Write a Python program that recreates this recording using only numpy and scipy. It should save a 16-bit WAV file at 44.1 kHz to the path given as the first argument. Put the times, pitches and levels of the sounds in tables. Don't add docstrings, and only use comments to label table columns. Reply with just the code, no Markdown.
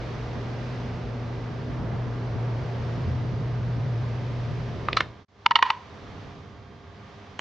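import sys
import numpy as np
from scipy import signal
from scipy.fft import rfft, irfft, next_fast_len
from scipy.io import wavfile
from scipy.ndimage import uniform_filter1d, minimum_filter1d, map_coordinates

SR = 44100
rng = np.random.default_rng(int(sys.argv[2]) if len(sys.argv) > 2 else 0)


def transcribe(signal):
    frames = np.atleast_2d(signal).T
    limited = np.clip(frames, -1, 1)
    pcm = np.round(limited * 32767).astype(np.int16)
    wavfile.write(sys.argv[1], SR, pcm)


N = 326730
TIME = np.arange(N) / SR
HIT_TIME = np.arange(-SR // 100, SR // 8) / SR


def drill():
    # middle in seconds, length in seconds, strength from 0 to 1.
    rough_spells = [(1.8, 0.57, 0.9), (3.15, 0.93, 0.8), (3.95, 1, 0.3), (4.8, 0.73, 0.64)]
    roughness, = swells(rough_spells)
    hum, overtone = motor(roughness)
    rattle, buzz, drone = frame(roughness)
    low_sounds = steady(hum + rattle, seconds=0.018) + overtone + buzz + drone
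    return run_down(seconds=0.51) * low_sounds + run_down(seconds=0.47) * belt_and_bearings()


def motor(roughness):
    # time in seconds, level in dB.
    effort = [(0.0, -35.5), (0.63, -32.5), (0.96, -34), (0.98, -43), (1.05, -32.5), (1.66, -34.5),
              (2.02, -27.5), (2.08, -32), (2.47, -26.5), (2.67, -31), (3.0, -29.5), (3.17, -27),
              (3.36, -28.5), (3.96, -26), (4.22, -30.5), (4.52, -28.5), (4.84, -37.5)]
    # multiple of the hum's pitch, relative level in dB.
    spin_tones = [(1, 10.5), (.925, -1)]
    # frequency in Hz, relative level in dB.
    waver_band = [(60, -120), (90, -20), (101, -5), (110, 0), (126, 0), (137, -4), (152, -12), (180, -35),
                  (260, -120)]
    # middle in seconds, length in seconds, boost in dB.
    overtone_swell = [(1.4, 4.8, 8)]
    pitch_hz, drift_hz, flutter_radians = 120.3, 0.918, 0.35
    phase = 2 * np.pi * np.cumsum(pitch_hz + drift_hz * wobble(3)) / SR
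    clean = unit(sum(amp(db) * np.sin(multiple * phase + flutter_radians * wobble(5.2))
                     for multiple, db in spin_tones))
    waver_share = np.clip(0.22 + 0.6 * roughness, 0, 1)
    hum = np.sqrt(1 - waver_share) * clean + np.sqrt(waver_share) * rush(colour(waver_band))
    hum /= np.sqrt(running_power(hum, SR // 16))
    effort_db = np.interp(TIME, *np.transpose(effort))
    overtone = unit(np.sin(2.035 * phase + 0.59 * wobble(12)))
    return amp(effort_db) * hum, amp(-53.5 + swells(overtone_swell)[0]) * overtone


def frame(roughness):
    # frequency in Hz, width in Hz, relative level in dB.
    frame_peaks = [(56.6, 5.8, 6.5), (87.3, 9.5, 8), (147, 10, 4), (164, 39, 3.5), (213, 19, 0.5),
                   (236, 43, -3), (237, 20, -8.5), (260, 20, -11.5), (323, 21, -9.5), (330, 20, -8.5)]
    # frequency in Hz, gain in dB.
    frame_band = [(20, 5.5), (45, 1.5), (350, -2.5), (700, -22.5), (3000, -120)]
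    # frequency in Hz, level in dB before it settles.
    drone_tones = [(50.1, -49), (54.4, -53)]
    settling_s = np.maximum(TIME - 2.7, 0)
    rattle_db = -38.5 + 4.5 * roughness - 0.53 * settling_s
    rattle = amp(rattle_db) * rush(lambda hz: resonances(frame_peaks)(hz) * colour(frame_band)(hz))
    buzz_hz, middle_s, length_s, peak_db = 83.7, 2.9, 1.2, -40.5
    buzz = swells([(middle_s, length_s, amp(peak_db))])[0] * tones([(buzz_hz, 0)], flutter_db=4)
    drone = amp(-3 * settling_s) * tones(drone_tones, flutter_db=2)
    return rattle, buzz, drone


def belt_and_bearings():
    # frequency in Hz, relative level in dB.
    whirr_colour = [(150, -48), (280, -5.5), (440, -1.5), (560, -4), (720, -5.5), (815, -10.5), (900, -8),
                    (1150, -11.5), (1450, -14), (2000, -17.5), (2400, -20), (5100, -28.5), (6000, -32.5),
                    (8000, -51.5), (11000, -79.5)]
    # middle in seconds, length in seconds, belt change in dB, hiss change in dB.
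    surges = [(0.1, 0.93, 2.0, 3.5), (0.67, 1, 1.5, 3.5), (1.92, 0.54, 3.5, -1), (2.45, 0.86, 2.5, 0.5),
              (2.9, 0.96, 2, 2.5), (4.5, 1.8, -0.6, 2)]
    # frequency in Hz, width in Hz, relative level in dB.
    whine_peaks = [(330, 5, 0), (425, 5, -1), (472, 5, 0)]
    # frequency in Hz, level in dB.
    running_tones = [(400, -54), (700, -68), (1200, -65.5), (1600, -68.5), (2000, -68.5), (4800, -83.5),
                     (6000, -89), (6800, -90.5), (7200, -92.5)]
    hiss_from_hz = 1806
    belt_share = lambda hz: 1 / (1 + (hz / hiss_from_hz) ** 8)
    belt_surge_db, hiss_surge_db = swells(surges)
    belt = steady(rush(lambda hz: colour(whirr_colour)(hz) * np.sqrt(belt_share(hz))), seconds=0.021)
    hiss = rush(lambda hz: colour(whirr_colour)(hz) * np.sqrt(1 - belt_share(hz)))
    whine = rush(lambda hz: resonances(whine_peaks)(hz) * band(hz, 280, 560))
    whirr = amp(-41.5 + belt_surge_db) * belt + amp(-52 + hiss_surge_db) * hiss
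    return whirr + amp(-54) * whine + tones(running_tones, flutter_db=1.5)


def run_down(seconds, stop_s=4.902):
    return amp(-60 * (np.maximum(TIME - stop_s, 0) / seconds) ** 2)


def block_knocks():
    # time in seconds, crack level in dB, the crack's centre,
    # bottom and top in Hz, its fade time in seconds, ring level in dB, ring pitch in Hz,
    # thud level in dB, left minus right in dB.
    knocks = [(4.8865, -24, 2600, 700, 4000, 0.013, -12, 1227, -26.5, 0.5),
              (4.931, -20.5, 3600, 2400, 4300, 0.011, -25, 2920, -24, -1.5),
              (4.9702, -16.5, 4020, 900, 9500, 0.016, -17, 4080, -34, -1),
              (4.9720, -17.5, 3260, 1000, 9500, 0.028, -13, 1302, -32, -2),
              (4.978, -32, 3800, 894, 8500, 0.1, -42, 3970, -45, 1),
              (5.0069, -13.5, 2600, 750, 10000, 0.018, -18.5, 1780, -20.5, -1),
              (7.394, -22, 3100, 1200, 3500, 0.0043, -21.5, 3080, -31.5, -3),
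              (7.394, -35.5, 7200, 5400, 9500, 0.0022, -32, 6560, -50, -1)]
    out, t = np.zeros((2, N)), HIT_TIME
    thud = filtered(1. * (t == 0), lambda hz: band(hz, 190, 680))
    thud /= thud.max()
    for s, crack_db, centre_hz, bottom_hz, top_hz, fade_s, ring_db, ring_hz, thud_db, pan_db in knocks:
        peak = resonances([(centre_hz, 0.7 * centre_hz, 0)])
        response = lambda hz: peak(hz) * band(hz, bottom_hz, top_hz)
        snap = crack(response, strike(rise_s=0.0093, fade_s=fade_s), click_db=3.5, spread=0.16)
        ring = strike(rise_s=0.003, fade_s=1.4 * fade_s) * np.sin(2 * np.pi * ring_hz * t)
        knock = amp(crack_db) * snap + amp(ring_db) * ring + amp(thud_db) * thud
        add(out, s + t[0], pan(pan_db) * knock)
    return out


def table_taps():
    # frequency in Hz, relative level in dB, base fade time in seconds.
    modes = [(932, 0, .034), (1040, -2, .032), (1310, -4.5, .017), (1770, -11.5, .017), (1950, -8.5, .016),
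             (2190, -7, .014), (2950, -4.5, .015), (3510, -10.5, .014), (4000, -16.5, .013),
             (4400, -13, .014), (5000, -23, .014)]
    # time in seconds, ring level in dB, boosts in dB for the second, middle and
    # upper modes, crack level in dB, its centre in Hz, its fade in seconds, left minus right in dB.
    taps = [(5.463, -5.5, -11.5, -8, 2.5, -7.5, 2000, 0.012, -1),
            (5.5106, -4.5, 3, 6, -11.5, -15, 2000, 0.011, -1.5),
            (5.5169, -18, 1, 10.5, -2, -27.5, 2000, 0.019, -1),
            (5.5570, -10.5, 3, -9, 12, -11, 2400, 0.021, -4.5),
            (5.5623, -15.5, -2.5, 3, 8.5, -24.5, 2800, 0.062, -1.5),
            (5.590, -14.5, 1, 14, -11, -32, 2700, 0.024, -2),
            (5.6265, -6.5, 5, 3, 0.5, -8.5, 2880, 0.016, -1.5),
            (5.655, -33, 2, -1, -6, -34.5, 2400, 0.39, -1),
            (5.6630, -19, 4.5, 6, -15, -52, 2180, 0.056, -2), (5.7036, -6, -5, 5, -6, -14, 2760, 0.019, 0)]
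    # frequency in Hz, gain in dB.
    low_cut = [(150, -0.5), (480, -7), (670, -12.5), (830, -0.5)]
    out, t = np.zeros((2, N)), HIT_TIME
    hz, mode_db, mode_fade_s = np.transpose(modes)[:, :, None]
    second, middle = hz == hz[1], (hz > 1700) & (hz < 2100)
    upper = np.clip(np.log2(hz / hz[0]), 0, 1)
    sign = (-1) ** np.arange(len(hz))[:, None]
    for s, ring_db, second_db, middle_db, upper_db, crack_db, centre_hz, fade_s, pan_db in taps:
        ring_s = mode_fade_s * 0.63 * 2 ** (-ring_db / 20)
        place_db = second * second_db + middle * middle_db
        level_db = mode_db + place_db + upper * upper_db + rng.standard_normal(hz.shape)
        envelopes = sign * amp(level_db) * strike(rise_s=0.0044, fade_s=ring_s)
        lag = 0.28 * rng.choice([-1, 1], hz.shape)
        ring = np.array([np.sum(envelopes * np.sin(2 * np.pi * hz * t + ear * lag), axis=0)
                         for ear in (-1, 1)])
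        response = resonances([(centre_hz, 2700, 0)])
        snap = crack(response, strike(rise_s=0.0081, fade_s=fade_s), click_db=7, spread=0.26)
        add(out, s + t[0], pan(pan_db) * (amp(ring_db) * ring + amp(crack_db) * snap))
    return filtered(out, colour(low_cut))


def crack(response, envelope, click_db, spread):
    # frequency in Hz, gain in dB.
    crack_colour = [(100, 5), (600, 7), (950, 11.5), (3300, -6.5), (4500, -9.5), (6000, -17), (8000, -31),
                    (9400, -41.5), (10200, -55), (13000, -71)]
    shape = lambda hz: colour(crack_colour)(hz) * response(hz)
    mid, side = filtered(rng.standard_normal((2, len(HIT_TIME))), shape)
    mid /= np.sqrt(np.abs(uniform_filter1d(mid ** 2, SR // 500)) + 1e-12)
    click = filtered(1. * (HIT_TIME == 0), shape)
    return amp(click_db) * click / click.max() + envelope * stereo(mid, spread * unit(side))


def strike(rise_s, fade_s):
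    return amp(-60 * np.where(HIT_TIME < 0, -HIT_TIME / rise_s, HIT_TIME / fade_s))


def table_after_ring(taps):
    # frequency in Hz, width in Hz, relative level in dB.
    ring_peaks = [(992, 90, -1.5), (1400, 160, -23), (1900, 260, -9), (2940, 290, -15), (3800, 3100, -10.5)]
    # frequency in Hz, seconds to fade by 60 dB.
    ring_times = [(1000, 0.43), (2000, 0.29), (6000, 0.43)]
    # middle in seconds, length in seconds, boost in dB.
    free_spell = [(5.635, 0.37, 25.5)]
    drive = taps * amp(-43.5 + swells(free_spell)[0])
    return tail(drive, resonances(ring_peaks), ring_times, spread=0.2)


def wooden_walls(hits):
    # frequency in Hz, seconds for the echo to fade by 60 dB.
    echo_times = [(200, 0.32), (1500, 0.17), (8000, 0.27)]
    return tail(hits, np.ones_like, echo_times, spread=0.35)


def workshop():
    # frequency in Hz, relative level in dB.
    rumble_colour = [(15, -50.5), (25, -20.5), (97, -1.5), (172, -9.5), (205, -8), (348, -17), (370, -24.5),
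                     (394, -17.5), (430, -14.5), (500, -18), (650, -44.5), (1100, -120)]
    # frequency in Hz, relative level in dB.
    air_colour = [(250, -24.5), (420, -4.5), (800, -3.5), (1150, -4.5), (1450, -9), (2000, -9.5),
                  (2700, -14.5), (3400, -14), (5100, -21.5), (6000, -23.5), (7000, -33.5), (8000, -43.5),
                  (10000, -65), (13000, -100)]
    # frequency in Hz, relative level in dB.
    mains_tones = [(83, -58), (100, -53), (110, -57), (150, -59), (198, -57.5), (300, -60.5), (400, -55.5),
                   (500, -68), (700, -60.5), (1100, -64), (1200, -62.5), (1600, -68.5), (3200, -72),
                   (4800, -76), (6800, -85.5)]
    # middle in seconds, length in seconds, rumble change in dB, air change in dB.
    handling = [(6.154, 1, 6, 6.5), (5.71, 0.8, -2.5, 3.5), (7.19, 1.0, -1.5, 4)]
    rumble_swell_db, air_swell_db = swells(handling)
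    rumble = amp(-47.5 + rumble_swell_db) * steady(rush(colour(rumble_colour)), seconds=0.016)
    air = amp(-54 + air_swell_db) * rush(colour(air_colour))
    mains = amp(-3) * tones(mains_tones, flutter_db=1.5)
    lull_db, lull_end_s, rise_s = -5, 5.82, 0.24
    lull = amp(lull_db * np.clip(.5 - (TIME - lull_end_s) / rise_s, 0, 1))
    return lull * (rumble + mains) + air


def dip(x):
    t = TIME - 5.266
    sink_s, recover_s, dropout_s, edge_s = 0.036, 0.11, 0.026, 0.006
    sag = np.exp(-(t / np.where(t < 0, sink_s, recover_s)) ** 2)
    dropout = np.clip(1 - (np.abs(t) - dropout_s / 2) / edge_s, 0, 1)
    low = filtered(x, lambda hz: band(hz, 0, 3900))
    treble = x - low
    return amp(-27 * dropout) * (amp(-14.5 * sag) * low + amp(-8.5 * sag) * treble)


def rush(response):
    # frequency in Hz, likeness from 0 to 1.
    likeness = [(40, 0.8), (120, 0.99), (250, 0.84), (500, 0.8), (1500, 0.63), (3500, 0.59), (7500, 0.6)]
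    angle = lambda hz: np.arccos(np.clip(along(likeness, hz), -1, 1)) / 2
    shares = lambda hz: np.array([np.cos(angle(hz)), np.sin(angle(hz))])
    mid, side = filtered(rng.standard_normal((2, N)), lambda hz: response(hz) * shares(hz))
    return unit(stereo(mid, side))


def tones(rows, flutter_db):
    return np.sqrt(2) * sum(amp(db + flutter_db * wobble(9))
                            * np.sin(2 * np.pi * hz * TIME + 0.12 * wobble(5.6)) for hz, db in rows)


def tail(x, response, fade_times, spread):
    hz, t, spectrum = signal.stft(rng.standard_normal((2, SR // 2)), SR, nperseg=256)
    spectrum *= amp(-60 * t / along(fade_times, hz)[:, None])
    decay = filtered(signal.istft(spectrum, SR, nperseg=256)[1], response)
    decay /= np.linalg.norm(decay[0])
    mid, side = signal.fftconvolve(x.mean(axis=0)[None], decay, axes=1)[:, :N]
    return stereo(mid, spread * side)


def steady(x, seconds):
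    return x * np.sqrt(running_power(x, SR // 8) / running_power(x, int(seconds * SR)))


def running_power(x, size):
    power = np.mean(x ** 2, axis=0)
    return np.abs(uniform_filter1d(uniform_filter1d(power, size), size)) + 1e-14


def swells(rows):
    middle, length, *heights = np.transpose(rows)
    position = (TIME - middle[:, None]) / length[:, None]
    return np.array(heights) @ np.cos(np.pi * np.clip(position, -.5, .5)) ** 2


def wobble(rate):
    return map_coordinates(rng.standard_normal(int(N * rate / SR) + 4), [TIME * rate])


def filtered(x, response):
    n = x.shape[-1]
    padded = next_fast_len(n + 8192)
    return irfft(rfft(x, padded) * response(np.fft.rfftfreq(padded, 1 / SR)), padded)[..., :n]


def resonances(peaks):
    return lambda hz: np.sqrt(sum(
        (amp(db) * hz * width) ** 2 / ((centre ** 2 - hz ** 2) ** 2 + (hz * width) ** 2)
        for centre, width, db in peaks))


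def colour(points):
    return lambda hz: amp(along(points, hz))


def band(hz, bottom_hz, top_hz):
    return 1 / np.sqrt((1 + (bottom_hz / (hz + 1)) ** 8) * (1 + (hz / top_hz) ** 12))


def along(points, hz):
    point_hz, values = np.transpose(points)
    return np.interp(np.log(hz + 1), np.log(point_hz + 1), values)


def amp(db):
    return 10 ** (np.asarray(db) / 20)


def unit(x):
    return x / np.sqrt(np.mean(x ** 2) + 1e-20)


def stereo(mid, side):
    return np.array([mid + side, mid - side])


def pan(db):
    return amp(db * np.array([[.5], [-.5]]))


def lean(x, points):
    return filtered(x, lambda hz: pan(along(points, hz)))


def add(track, s, sound):
    start = round(s * SR)
    track[:, start:start + sound.shape[-1]] += sound[..., :N - start]


def scene():
    # frequency in Hz, left minus right in dB.
    drill_lean = [(60, -0.5), (130, 0.5), (300, -0.5), (680, -2.0), (1540, -2.5), (3450, -0.5), (7770, 1.5)]
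    workshop_lean = [(60, -0.5), (160, -1), (420, -2.5), (1110, -4), (2940, -2.5), (7770, 2.5)]
    knocks, taps = block_knocks(), table_taps()
    after_ring = pan(-1.4) * table_after_ring(taps)
    echo = wooden_walls(amp(-13.5) * knocks + amp(-31.5) * taps)
    drill_and_room = lean(drill(), drill_lean) + lean(workshop(), workshop_lean)
    return knocks + taps + after_ring + echo + dip(drill_and_room)


def record(dry):
    ceiling, window, top_hz = 0.97, SR // 400, 15700
    needed_gain = 1 / np.maximum(np.abs(dry).max(axis=0) / ceiling, 1)
    gain = uniform_filter1d(minimum_filter1d(needed_gain, window), window)
    return filtered(dry * gain, lambda hz: hz < top_hz)


dry = scene()
out = record(dry)
transcribe(out)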